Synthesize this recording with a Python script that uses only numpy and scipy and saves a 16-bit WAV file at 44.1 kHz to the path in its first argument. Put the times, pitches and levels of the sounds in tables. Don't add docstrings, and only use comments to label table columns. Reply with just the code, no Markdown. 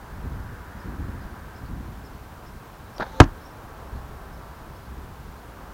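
import sys
import numpy as np
from scipy import signal
from scipy.fft import rfft, irfft, next_fast_len
from scipy.io import wavfile
from scipy.ndimage import uniform_filter1d

SR = 44100
rng = np.random.default_rng(int(sys.argv[2]) if len(sys.argv) > 2 else 0)


def gain_from_db(level_db):
    decades = np.asarray(level_db, float) / 20
    return 10 ** decades


def to_wav(sig):
    pcm = np.clip(np.atleast_2d(sig), -1, 1) * 32767
    pcm = np.round(pcm).astype(np.int16)
    wavfile.write(sys.argv[1], SR, pcm.T)


N = 252693
T = np.arange(N) / SR

# frequency in Hz, level in dB, t60 in s.
FACE_MODES = [(763, 6, 0.023), (977, 7, 0.032), (1213, 8, 0.02), (1348, -5, 0.053), (1630, 5, 0.014),
              (2550, -4.5, 0.018), (3920, -7, 0.011), (6330, -8, 0.012)]
# frequency in Hz, level in dB, t60 in s.
STUCK_SHAFT_MODES = [(321, 13, 0.027), (277.7, -7.5, 0.12), (393, 7, 0.026), (595, -2, 0.021),
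                     (1080, -14, 0.087)]
# frequency in Hz, level in dB, t60 in s.
BLOCK_MODES = [(37, -16, 0.3), (88, -10, 0.16), (125, -6, 0.09), (200, -20, 0.12), (331, -15.5, 0.16)]
# centre in Hz, level in dB, t60 in s.
CRUSH_BANDS = [(198, -15.5, 0.17), (404, -7.5, 0.072), (740, -20, 0.12), (1450, -26, 0.2),
               (2670, -27, 0.12), (4540, -33.5, 0.088), (6500, -26, 0.04), (10000, -36, 0.045)]
# delay in ms, level in dB.
FACE_ECHOES = [(15.0, -14), (33, -34)]
# frequency in Hz, density in dB per Hz.
SCRAPE_COLOUR = [(2000, -8), (3000, 1), (6800, -3), (7800, -17), (12000, -22)]
# frequency in Hz, level in dB, decay in dB per s.
FLYING_SHAFT_MODES = [(272, -11, 0), (528, 1, -90), (885, -4, 80), (1290, -14, 0)]
# frequency in Hz, density in dB per Hz.
FEATHER_COLOUR = [(800, -8), (1500, 8), (2600, -7), (3900, 6), (5000, -12), (6200, 0), (8000, -22.5)]
# start in s, level in dB, ring in Hz.
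LIMB_KNOCKS = [(3.0017, -17, 600), (3.0050, -17.5, 1210), (3.0063, -24, 380), (3.0088, -18, 1500),
               (3.013, -18, 1300), (3.0137, -23.5, 215), (3.0206, -17, 1600), (3.024, -16.5, 870),
               (3.0282, -15.5, 1550), (3.039, -24, 900), (3.052, -35, 1000), (3.066, -31, 1600)]
# frequency in Hz, density in dB per Hz.
BOW_COLOUR = [(150, -21), (600, 2), (1700, -6), (2000, -14), (3000, -26), (3600, -16), (4700, -24),
              (7000, -38)]
# frequency in Hz, density in dB per Hz.
GRIT_COLOUR = [(2900, -20), (3500, 7), (4750, 5), (4900, -12), (6000, -5), (6800, -20)]
# start in s, long note top in Hz, its level in dB,
# short note level in dB.
CALLS = [(.79, 5200, -62, -65), (1.2, 4900, -61, -67), (1.553, 5400, -62, -60), (2.04, 5350, -61, -64),
         (2.46, 5400, -61, -67), (3.85, 5200, -72, -61), (4.33, 5400, -64, -66), (4.75, 5300, -65, -61),
         (5.275, 5200, -69, -61)]
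# start in s, start pitch in Hz, end pitch in Hz, length in ms,
# level in dB.
TWITTER_NOTES = [
    (2.865, 3900, 3850, 40, -64),
    (2.94, 5300, 5450, 22, -60),
    (2.963, 5380, 5600, 16, -53),
    (3.41, 5400, 5140, 22, -63),
    (3.445, 5200, 5680, 47, -58.5),
    (3.505, 5400, 5170, 20, -62),
    (4.985, 4950, 4810, 20, -66),
]
# frequency in Hz, density in dB per Hz.
BUFFET_COLOUR = [(20, -9), (40, -3), (60, 1), (90, -4), (130, -13), (200, -30)]
# frequency in Hz, density in dB per Hz.
FLUTTER_COLOUR = [(70, -22), (120, -1.5), (200, -4), (320, -10), (600, -32)]
# arrival in s, buffet level in dB, time to die by 20 dB in s,
# flutter above buffet in dB.
GUST_EVENTS = [(.11, -36, 0.6, -8), (.22, -31, 0.6, -7.5), (.38, -37.5, 0, -11), (.73, -41, .12, -3),
               (.84, -34.5, 0.36, -1.5), (.97, -30, 0.32, -7), (1.07, -35, 0.2, -4), (1.2, -38, .5, -5),
               (1.6, -36.5, 0.2, -4.5), (1.68, -33, 0.58, -3), (2.1, -42, 0.5, -12), (3.05, -42.5, .2, -12),
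               (3.78, -43, 0.5, -11), (3.915, -31.5, 0.2, -13), (4.08, -42, 1.8, -14),
               (4.86, -39, 0.3, -12), (4.92, -40, .5, -12), (5.36, -46, 0, -12), (5.64, -43, .3, -15)]
# frequency in Hz, density in dB per Hz.
ROAR_COLOUR = [(250, -12), (400, -1.5), (600, -4), (800, -2), (1100, -2.5), (1400, -8), (2000, -31),
               (3500, -46)]
# frequency in Hz, density in dB per Hz.
WHINE_COLOUR = [(1100, -1.5), (1400, 2.5), (1700, 2.5), (1950, -5.5), (2500, -19)]
# frequency in Hz, width in Hz (unused), level in dB.
TREAD_TONES = [(977, 65, 1.5), (1558, 40, 0.5)]
# nearest at s, half width in s, roar level in dB, whine level in dB.
CAR_PASSES = [
    (.1, 0.47, -51, -58),
    (.9, 0.79, -56.5, -50),
    (3.6, 0.83, -50, -57.5),
    (4.4, 0.56, -53, -57),
    (5.7, 0.34, -52, -57),
]
# frequency in Hz, density in dB per Hz.
HISS_COLOUR = [(1060, -21.5), (1800, -5), (2100, -4), (3320, -8), (8150, -15.5), (11700, -15.5),
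               (15200, -12), (16000, -15)]

SLIP_S, HOME_S = 2.982, 2.9986
HIT_S, WHIP_S, STOP_S, JOLT_S = 3.20145, 3.2044, 3.2058, 3.20595


def unit(x):
    return x / np.sqrt(np.mean(x ** 2))


def walk(rate_hz):
    hold = int(SR / rate_hz)
    steps = np.repeat(rng.standard_normal(N // hold + 1), hold)
    return unit(uniform_filter1d(uniform_filter1d(steps, hold), hold)[:N])


def air(colour, flicker_db=0., rate_hz=12):
    hz, db = np.transpose(colour)
    size = next_fast_len(N)
    f = np.maximum(np.arange(size // 2 + 1) * SR / size, 1)
    gain = gain_from_db(np.interp(np.log(f), np.log(hz), db, left=-120, right=-120))
    if not flicker_db:
        return unit(irfft(rfft(rng.standard_normal(size)) * gain, size)[:N])
    out = 0
    for octave in np.arange(np.log2(hz[0]), np.log2(hz[-1]) + .5, .5):
        share = np.sqrt(np.clip(1 - 2 * abs(np.log2(f) - octave), 0, 1))
        band = irfft(rfft(rng.standard_normal(size)) * gain * share, size)[:N]
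        out = out + band * gain_from_db(flicker_db * walk(rate_hz))
    return unit(out)


def fade(start_s, t60_s):
    return (T >= start_s) * np.exp(-np.log(1000) * np.maximum(T - start_s, 0) / t60_s)


def ring(start_s, push_ms, modes, direction=1):
    free = sum(gain_from_db(db) * fade(start_s, t60_s) * np.sin(2 * np.pi * hz * (T - start_s))
               for hz, db, t60_s in modes)
    push = np.hanning(int(push_ms * SR / 1000) + 3)
    return direction * signal.lfilter(push / push.sum(), 1, free)


def even(x, span_s):
    span = int(span_s * SR)
    return x / np.sqrt(uniform_filter1d(uniform_filter1d(x ** 2, span), span))


def pile(levels):
    return np.sqrt(sum(np.square(level) for level in levels))


def foam_crush():
    crush = 0
    for hz, db, t60_s in CRUSH_BANDS:
        band = air([(hz / 2, -20), (hz / 1.7, 0), (hz * 1.23, -2), (hz * 1.44, -20)])
        crush = crush + gain_from_db(db) * fade(HIT_S, t60_s) * band
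    crush = crush * (1 - fade(HIT_S, .02))
    halt_s = HIT_S + .038
    sliding = (T > HIT_S) * (T < halt_s) + fade(halt_s, .045)
    return crush + gain_from_db(-42.5) * sliding * air(SCRAPE_COLOUR)


def strike():
    face = ring(HIT_S, .1, FACE_MODES)
    early = face + foam_crush() * gain_from_db(2.2 * walk(400))
    dulled = uniform_filter1d(face, size=16)
    echoes = sum(gain_from_db(db) * np.roll(dulled, int(ms * SR / 1000)) for ms, db in FACE_ECHOES)
    jolt = gain_from_db(-3) * ring(JOLT_S, .1, [mode for mode in FACE_MODES if mode[0] > 2000], -1)
    whip = ring(WHIP_S, .4, STUCK_SHAFT_MODES)
    thud = ring(STOP_S, 1.5, BLOCK_MODES, -1)
    lurch_ms, lurch_db = 11.1, 1.0
    swing = np.clip((T - STOP_S) * 1000 / lurch_ms, 0, 1)
    lurch = -gain_from_db(lurch_db) * np.sin(2 * np.pi * swing)
    return early + jolt + echoes + whip + thud + lurch


def flight():
    near_db, closing_db_per_s = -36.5, 166
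    feathers_from_s, sings_from_s, sings_rise_s = 3.04, 3.095, .04
    left_s = np.clip(HIT_S - T, 0, 1)
    flex = 0
    for hz, db, decay_db_per_s in FLYING_SHAFT_MODES:
        phase = rng.uniform(0, 2 * np.pi)
        flex = flex + gain_from_db(db + decay_db_per_s * left_s) * np.sin(2 * np.pi * hz * T + phase)
    flex = flex * gain_from_db(2.5 * walk(60))
    level_db = near_db - closing_db_per_s * abs(HIT_S - T)
    sings = np.clip((T - sings_from_s) / sings_rise_s, 0, 1)
    song = np.sqrt(2) * gain_from_db(level_db) * sings * flex
    hiss = gain_from_db(0.4 * level_db - 36.5) * air(FEATHER_COLOUR)
    aloft = (T > feathers_from_s) * (T < HIT_S)
    return aloft * (song + hiss)


def loose():
    creak_db, rattle_db, after_db = -43, -32.5, -40
    still_s, after_t60_s = HOME_S + 0.037, 0.34
    slip_db, slip_hz, slip_grit_db = -31, 700, -35
    smack_db, smack_hz, smack_cycles = -10, 600, 3
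    knock_cycles, more_cycles_per_khz, grit_db = 6, 6, -25
    grit = air(GRIT_COLOUR)
    shaking = gain_from_db(creak_db) * (T > SLIP_S) * (T < HOME_S)
    shaking = shaking + gain_from_db(rattle_db) * (T >= HOME_S) * (T < still_s)
    shaking = shaking + gain_from_db(after_db) * fade(still_s, after_t60_s)
    out = uniform_filter1d(shaking, size=200) * gain_from_db(2.0 * walk(300)) * air(BOW_COLOUR)
    out = out + gain_from_db(slip_grit_db) * fade(SLIP_S, 0.013) * grit
    out = out + ring(HOME_S, .3, [(smack_hz, smack_db, smack_cycles / smack_hz)])
    for start_s, db, hz in [(SLIP_S, slip_db, slip_hz), *LIMB_KNOCKS]:
        cycles = knock_cycles + more_cycles_per_khz * hz / 1000
        out = out + ring(start_s, .3, [(hz, db, cycles / hz)])
        out = out + gain_from_db(db + grit_db) * fade(start_s, 0.0091) * grit
    return out


def whistle(start_s, from_hz, to_hz, ms, db, arch_hz=0):
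    part = np.clip((T - start_s) * 1000 / ms + .25, 0, 1)
    glide = from_hz * part + (to_hz - from_hz) * part ** 2 / 2
    turns = ms / 1000 * (glide - arch_hz * np.cos(np.pi * part) / np.pi)
    swell = np.sqrt(abs(np.sin(np.pi * part))) * (part < 1)
    return gain_from_db(db + 3.0) * swell * np.sin(2 * np.pi * turns)


def birds():
    long_arch_hz, long_ms = 1200, 52
    short_after_s, short_top_hz, short_arch_hz, short_ms = .098, 4550, 600, 33
    short_foot_hz = short_top_hz - short_arch_hz
    out = 0
    for start_s, top_hz, long_db, short_db in CALLS:
        foot_hz = top_hz - long_arch_hz
        out = out + whistle(start_s, foot_hz, foot_hz, long_ms, long_db, long_arch_hz)
        out = out + whistle(start_s + short_after_s, short_foot_hz, short_foot_hz, short_ms,
                            short_db, short_arch_hz)
    for note in TWITTER_NOTES:
        out = out + whistle(*note)
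    broken = out * (.7 + .7 * walk(1200))
    scatter = rng.standard_normal(4096) * fade(0, .09)[:4096]
    echoes = signal.fftconvolve(broken, .8 * scatter / np.linalg.norm(scatter))[:N]
    return .55 * broken + echoes


def gust(start_s, db, dies_s):
    rise_s = 0.026
    fall = 10 ** -np.maximum((T - start_s - rise_s) / dies_s, 0)
    return gain_from_db(db) * np.clip((T - start_s) / rise_s, 0, 1) * fall


def wind():
    breeze_db, breeze_flutter_db, breeze_sway_db = -45.5, -49, 2.0
    flutter_lasts = 0.87
    sway_db = breeze_sway_db * walk(14)
    push, flap = [gain_from_db(breeze_db + sway_db)], [gain_from_db(breeze_flutter_db + sway_db / 2)]
    for start_s, db, dies_s, up_db in GUST_EVENTS:
        push.append(gust(start_s, db, dies_s))
        flap.append(gust(start_s, db + up_db, dies_s * flutter_lasts))
    throb = gain_from_db(2.2 * walk(60))
    buffet = even(throb * air(BUFFET_COLOUR), .06)
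    flutter = even(throb * air(FLUTTER_COLOUR), .06)
    return pile(push) * buffet + pile(flap) * flutter


def road():
    roar_gains, whine_gains = [gain_from_db(-48.5)], [gain_from_db(-59)]
    for nearest_s, half_s, roar_db, whine_db in CAR_PASSES:
        near = 1 / (1 + ((T - nearest_s) / half_s) ** 2)
        roar_gains.append(gain_from_db(roar_db) * near)
        whine_gains.append(gain_from_db(whine_db) * near)
    roar = air(ROAR_COLOUR, flicker_db=.6, rate_hz=10)
    whine = air(WHINE_COLOUR, flicker_db=.6, rate_hz=10)
    tread = sum(gain_from_db(db) * air([(hz - 12, 0), (hz + 12, 0)]) for hz, _, db in TREAD_TONES)
    return pile(roar_gains) * roar + pile(whine_gains) * (whine + gain_from_db(-8.5) * tread)


def scene():
    return (strike() + flight() + loose() + birds() + wind() + road())[None, :]


def roll_off(x):
    return signal.sosfilt(signal.butter(12, 16180, fs=SR, output="sos"), x)


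def record(dry):
    capsule_hz, hiss_db = 12400, -56.5
    overloaded = np.clip(dry, -1.012, 1.012)
    rounded = signal.sosfilt(signal.butter(2, capsule_hz, fs=SR, output="sos"), overloaded)
    mix = rounded + gain_from_db(hiss_db) * air(HISS_COLOUR)
    return roll_off(mix)


dry = scene()
out = record(dry)
to_wav(out)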